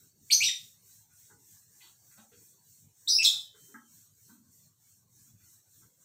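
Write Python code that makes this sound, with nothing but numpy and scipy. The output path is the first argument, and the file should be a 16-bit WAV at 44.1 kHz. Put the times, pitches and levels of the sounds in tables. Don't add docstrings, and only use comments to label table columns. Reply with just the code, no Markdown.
import sys
import numpy as np
from scipy import signal
from scipy.fft import rfft, irfft, next_fast_len
from scipy.io import wavfile
from scipy.ndimage import uniform_filter1d, map_coordinates

SR = 44100
rng = np.random.default_rng(int(sys.argv[2]) if len(sys.argv) > 2 else 0)


def waveform_to_disk(signal):
    frames = np.transpose(np.atleast_2d(signal))
    scaled = np.clip(frames, -1, 1) * 32767
    samples = np.round(scaled).astype(np.int16)
    wavfile.write(sys.argv[1], SR, samples)


def boost(x):
    u = np.asarray(x, float) / 20
    return 10 ** u


N = 266364


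def unit(x):
    return x / np.sqrt(np.mean(x ** 2) + 1e-20)


def along(points, hz):
    f, v = np.transpose(points)
    return np.interp(np.log(hz + 1), np.log(f + 1), v)


def wobble(rate):
    return map_coordinates(rng.standard_normal(N // 32), [np.arange(N) * rate / SR])


def filtered(x, response):
    m = next_fast_len(len(x) + SR // 4)
    return irfft(rfft(x, m) * response(np.fft.rfftfreq(m, 1 / SR)), m)[:len(x)]


def above(x, edge_hz):
    return filtered(x, lambda hz: 1 / (1 + (edge_hz / (hz + 1)) ** 12))


def rush(spectrum, patchy_db, size):
    z = signal.stft(rng.standard_normal(N), nperseg=512)[2]
    field = rng.standard_normal(z.shape)
    field = uniform_filter1d(field, size[0], axis=0)
    field = uniform_filter1d(field, size[1], axis=1)
    x = signal.istft(z * boost(patchy_db * unit(field)), nperseg=512)[1][:N]
    return unit(filtered(x, lambda hz: boost(along(spectrum, hz))))


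# f/Hz, density/dB per Hz
INSECTS = [(1760, -43.5), (3000, -20), (3620, -12.5), (4180, -26.5), (4300, -7), (5010, -28), (5180, -4.5),
           (5520, -2), (6250, 0), (8650, .5), (9150, -12), (10400, -8), (11550, -10), (12300, -5),
           (15000, 0.5), (15700, -12)]
# t/s, level in 5.5-9 kHz/dB, swell lag/s, share of power that comes and goes/0-1
DRIFT = [(0, -65.5, 0.0042, .9), (.5, -62.5, .03, .6), (.95, -63, 0.031, .8), (1.4, -63.5, 0.011, .68),
         (2.2, -64, .02, .62), (3.0, -65, .03, 0.7), (3.5, -63, .035, 0.8), (4.4, -65, .04, .7),
         (4.95, -66.5, 0.064, .84), (5.3, -64, .065, .72), (5.9, -66, .03, .65)]
THROB_S = .303


def insects():
    t = np.arange(N) / SR
    s, strength_db, late_s, depth = np.transpose(DRIFT)
    turn = (t - np.interp(t, s, late_s)) / THROB_S
    depth = np.clip(np.interp(t, s, depth), 0, 1)
    throb = np.sqrt(1 - depth * np.sin(np.pi * turn) ** 2)
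    smooth = above(rush(INSECTS, patchy_db=0.72, size=(5, 8)), edge_hz=4920)
    low_edge = [(1000, -38), (1500, -3.0), (3000, -9.5), (4400, 1.5), (5000, -7.0), (5600, -58.0)]
    blotchy = rush(low_edge, patchy_db=4, size=(2, 14))
    level_db = np.interp(t, s, strength_db) + 0.26 * wobble(rate=2.9)
    return boost(level_db) * throb * (boost(6.5) * smooth + boost(-9) * blotchy)


# f/Hz, density/dB per Hz
RUMBLE = [(15, -49), (25, -16), (59, -18), (103, 1), (248, -13), (318, -19), (500, -25), (650, -53),
          (1100, -120)]
# f/Hz, density/dB per Hz
AIR = [(180, -43.5), (300, 2), (630, -6), (684, -8.5), (907, -7), (1130, -7), (2350, -19), (4500, -7),
       (5000, -13.5), (6500, -39.5), (11000, -120)]
# t/s, level over steady hum/dB
LUMPS = [(.04, 8.5), (.22, 8.5), (.44, 13.5), (.63, 11), (.95, 2.5), (1.35, 8), (1.54, 4.5), (2.2, 5),
         (2.39, 5.5), (2.7, 5.5), (2.86, 8.5), (3.25, 12), (3.36, 8), (3.63, 9.5), (3.98, 6.5), (4.13, 4.5),
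         (4.28, 10), (4.48, 3.5), (4.65, 5.5), (5.19, 12.5), (5.35, 8), (5.45, 6), (5.85, 6.5)]
HUM_DB, LUMP_S = -73, .03


def house():
    grid_s = np.arange(0, N / SR, .004)
    bumps_db = sum(db * np.exp(-((grid_s - s) / LUMP_S) ** 2 / 2) for s, db in LUMPS)
    lumps_db = np.interp(np.arange(N) / SR, grid_s, bumps_db)
    rumble = unit(boost(1.5 * wobble(rate=11)) * rush(RUMBLE, patchy_db=.5, size=(1, 6)))
    hum = boost(HUM_DB + lumps_db) * rumble
    air = boost(-77.0 + 0.46 * wobble(rate=2.6)) * rush(AIR, patchy_db=3.0, size=(2, 12))
    return hum + air


# multiple, level/dB
OVERTONES = [(2, -16), (3, -17.5)]
# f/Hz, gain/dB
BEAK = [(4500, -0.5), (6500, -1.5), (8300, 6), (10000, -6), (11600, -9.5), (12900, 4), (13900, -7),
        (15300, -2.5)]
# t/s, pitch f/Hz, level/dB, roughness/0-1
RISE = [
    (0.3014, 2230, -35.5, 0.02),
    (0.3059, 2342, -31.5, 0.1),
    (.311, 4440, -28, .2),
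    (.320, 4208, -23, 0.24),
    (.328, 6000, -23, 0.14),
    (.340, 6350, -27, .2),
    (.354, 6000, -32, .14),
]
SWOOP = [
    (0.4053, 2250, -28, 0),
    (.411, 2330, -25.5, 0.026),
    (.429, 3002, -31, .07),
    (.443, 5850, -28, .06),
    (0.456, 5844, -33.5, .12),
    (0.457, 3818, -29.5, 0.12),
    (.481, 3625, -31, .06),
    (.487, 2017, -35.5, .04),
    (.497, 1820, -40, .05),
]
ARCH = [
    (3.075, 3587, -31.5, .03),
    (3.083, 4050, -26, .03),
    (3.089, 5950, -30.5, .2),
    (3.104, 5306, -27, .25),
    (3.114, 4787, -28.5, .08),
    (3.146, 5154, -26.5, 0.089),
    (3.169, 5542, -27.5, .15),
]
FALL = [
    (3.187, 2616, -28.5, .02),
    (3.206, 2675, -31, 0.044),
    (3.224, 2251, -40, .5),
    (3.229, 6085, -33, .5),
    (3.240, 4724, -28, 1),
    (3.250, 3796, -23.5, 1),
    (3.262, 3584, -23, .25),
    (3.284, 3494, -26, .06),
]


def bird():
    t = np.arange(N) / SR
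    syllables = (RISE, SWOOP, ARCH, FALL)
    s, pitch_hz, level_db, share = np.transpose(RISE + SWOOP + ARCH + FALL)
    sounding = sum((t >= rows[0][0]) & (t < rows[-1][0]) for rows in syllables)
    rough = np.clip(np.interp(t, s, share), 0, 1)

    gain = sounding * boost(np.interp(t, s, level_db) + 11.5)
    gain = uniform_filter1d(uniform_filter1d(gain, size=50), size=50)
    gain = gain * boost(9 * rough * np.tanh(wobble(rate=500)))

    pitch = uniform_filter1d(np.interp(t, s, pitch_hz), size=40)
    pitch = pitch * np.exp(.26 * rough * np.tanh(wobble(rate=700)))
    phase = 2 * np.pi * np.cumsum(pitch) / SR

    turned_db = -3.5 * (t > 2)
    upper = 0
    for k, db in OVERTONES:
        overtone_db = db + (k - 1.5) * turned_db + along(BEAK, k * pitch)
        upper = upper + boost(overtone_db) * (k * pitch < SR / 2) * np.sin(k * phase)
    hiss = boost(-35.5 + 20 * rough) * above(rng.standard_normal(N), edge_hz=3400)
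    return above(gain * (np.sin(phase) + upper + hiss), edge_hz=1900)


# f/Hz, t60/s
ROOM = [(200, 0.9), (1800, 0.35), (4750, 0.41), (12500, 0.42)]


def tail(stretch):
    hz, t, z = signal.stft(rng.standard_normal(SR // 2), SR, nperseg=256)
    t60_s = stretch * along(ROOM, hz)[:, None]
    x = signal.istft(z * boost(-60 * t / t60_s), SR, nperseg=256)[1]
    return x / np.linalg.norm(x)


# delay/s, level/dB
WALLS = [
    (.0045, -6),
    (.0105, -2.5),
    (.016, -6),
    (.021, -15),
    (.031, -10),
]
# f/Hz, level/dB, t60/s
RINGS = [(3605, -40, .4)]
SOAK_HZ, SOAK_DB = 2860, -6.5


def room(x):
    t = np.arange(SR) / SR
    answer = np.zeros(SR)
    answer[0] = 1
    short = t[:SR // 100]
    for delay_s, db in WALLS:
        smear = 0.067 * boost(-60 * short / 0.012) * rng.standard_normal(len(short))
        smear[0] = 1
        answer[round(delay_s * SR):][:len(short)] += boost(db) * smear
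    late = tail(stretch=0.84)
    answer[:len(late)] += boost(6) * late * (1 - np.exp(-t[:len(late)] / 0.0081))
    answer[1:] = filtered(answer[1:], lambda hz: boost(SOAK_DB / (1 + (hz / SOAK_HZ) ** 8)))
    for hz, db, t60_s in RINGS:
        answer += boost(db - 25.0 - 60 * t / t60_s) * np.sin(2 * np.pi * hz * t)
    return signal.fftconvolve(x, answer)[:N]


# f/Hz, width/Hz, level/dB
FURNITURE = [(220, 39, 0.5), (296, 18, -1), (450, 140, -1.5), (885, 120, 0.5), (1095, 41, -1.5),
             (1333, 170, -1), (1563.5, 160, -0.5), (2010, 79, -0.5), (2450, 120, 0.5), (2800, 450, -6),
             (3330, 219.7, -2.5), (3900, 220, -3.5), (4470, 71, -1)]


def furniture(f):
    modes = 0
    for k, (centre_hz, width_hz, db) in enumerate(FURNITURE):
        damping = 1j * f * width_hz
        modes = modes + (-1) ** k * boost(db) * damping / (centre_hz * centre_hz - f * f + damping)
    return modes


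# t/s, click level/dB, click f/Hz, thud level/dB, thud f/Hz
KNOCKS = [
    (1.298, -68, 1280, -71.5, 355),
    (2.174, -68.5, 1489, -65, 220),
    (2.175, -71, 3640, -70, 687),
    (2.316, -74, 1842, -68.5, 362),
    (3.542, -73, 1440, -71.5, 411.2),
    (3.68, -78.5, 1392, -68.5, 320),
    (3.742, -55, 1335, -58, 274),
    (4.29, -70, 1251, -62.5, 231),
    (5.259, -83.5, 1695, -76, 255),
]
# t/s, level/dB, f/Hz,
# length/s
SCRAPES = [(.34, -70, 1500, 0.17), (1.10, -78, 1730, .038), (1.805, -66.5, 2550, .02),
           (1.83, -72.5, 1410, .05), (1.817, -62, 4060, 0.076), (2.11, -73, 1638, 0.056),
           (2.325, -75, 3900, .018), (3.09, -70, 1584, .033), (3.223, -63.5, 1601, .15),
           (5.399, -78, 1810, .094), (5.82, -76, 1400, .02)]
CONTACT_S, HARD_DB = .042, -62
UNDER_DB, UNDER_HZ, UNDER_DB_PER_S = -26.5, 949.7, 150.5


def knocks():
    out = np.zeros(N + SR)
    t = np.arange(SR // 4) / SR
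    contacts = [(*row, CONTACT_S / (1 + boost(row[1] - HARD_DB) ** 2)) for row in KNOCKS]
    for s, db, hz, length_s in SCRAPES:
        under_db = db + UNDER_DB + UNDER_DB_PER_S * length_s
        contacts.append((s, db, hz, under_db, UNDER_HZ, length_s))
    for s, db, hz, thud_db, thud_hz, contact_s in contacts:
        bursts = rng.standard_normal((2, len(t))) * boost(-10 * t / contact_s) * (t < contact_s)
        late = tail(stretch=.6)
        late[0] += .45
        parts = [(bursts[0], db, hz, .65), (bursts[1], thud_db, thud_hz, .45)]
        for noise, level_db, centre_hz, octaves in parts:
            wet = signal.fftconvolve(noise, late)[:SR // 2]
            wet = filtered(wet, lambda f: furniture(f)
                           * np.exp(-((np.log2((f + 1) / centre_hz) / octaves) ** 4)))
            out[round(s * SR):][:len(wet)] += boost(level_db) * wet / wet[:SR // 10].std()
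    return out[:N]


def after_tone():
    t = np.maximum(np.arange(N) / SR - 3.3, 0)
    flicker_db = 3.5 * wobble(rate=40)
    decay = boost(-58.5 - 60 * t / 1.4 + flicker_db)
    return (1 - np.exp(-t / .03)) * decay * np.sin(2 * np.pi * 3110 * t)


def scene():
    background = insects() + house()
    return (background + boost(-9) * room(bird()) + knocks() + after_tone())[None]


# f/Hz, share of usual power taken out/0-1
SUPPRESS = [(60, 0.3), (200, 0.11), (500, 0.36), (4900, 0.45), (5400, 0.18), (15000, .5)]


def suppressed(x, floor_db):
    hz, _, z = signal.stft(x, SR, nperseg=768, noverlap=576)
    power = np.abs(uniform_filter1d(np.abs(z) ** 2, size=9, axis=1)) + 1e-20
    usual = uniform_filter1d(np.median(power, axis=1), size=9)
    taken = (along(SUPPRESS, hz) * usual)[:, None]
    gain = np.clip(1 - taken / power, boost(floor_db), 1)
    return signal.istft(z * gain, SR, nperseg=768, noverlap=576)[1][:N]


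def top_cut(x):
    return signal.sosfilt(signal.butter(12, 15840, fs=SR, output="sos"), x)


def record(dry):
    clean = filtered(suppressed(dry[0], floor_db=-7.5), lambda hz: hz < 15780)
    return top_cut(clean[None])


dry = scene()
out = record(dry)
waveform_to_disk(out)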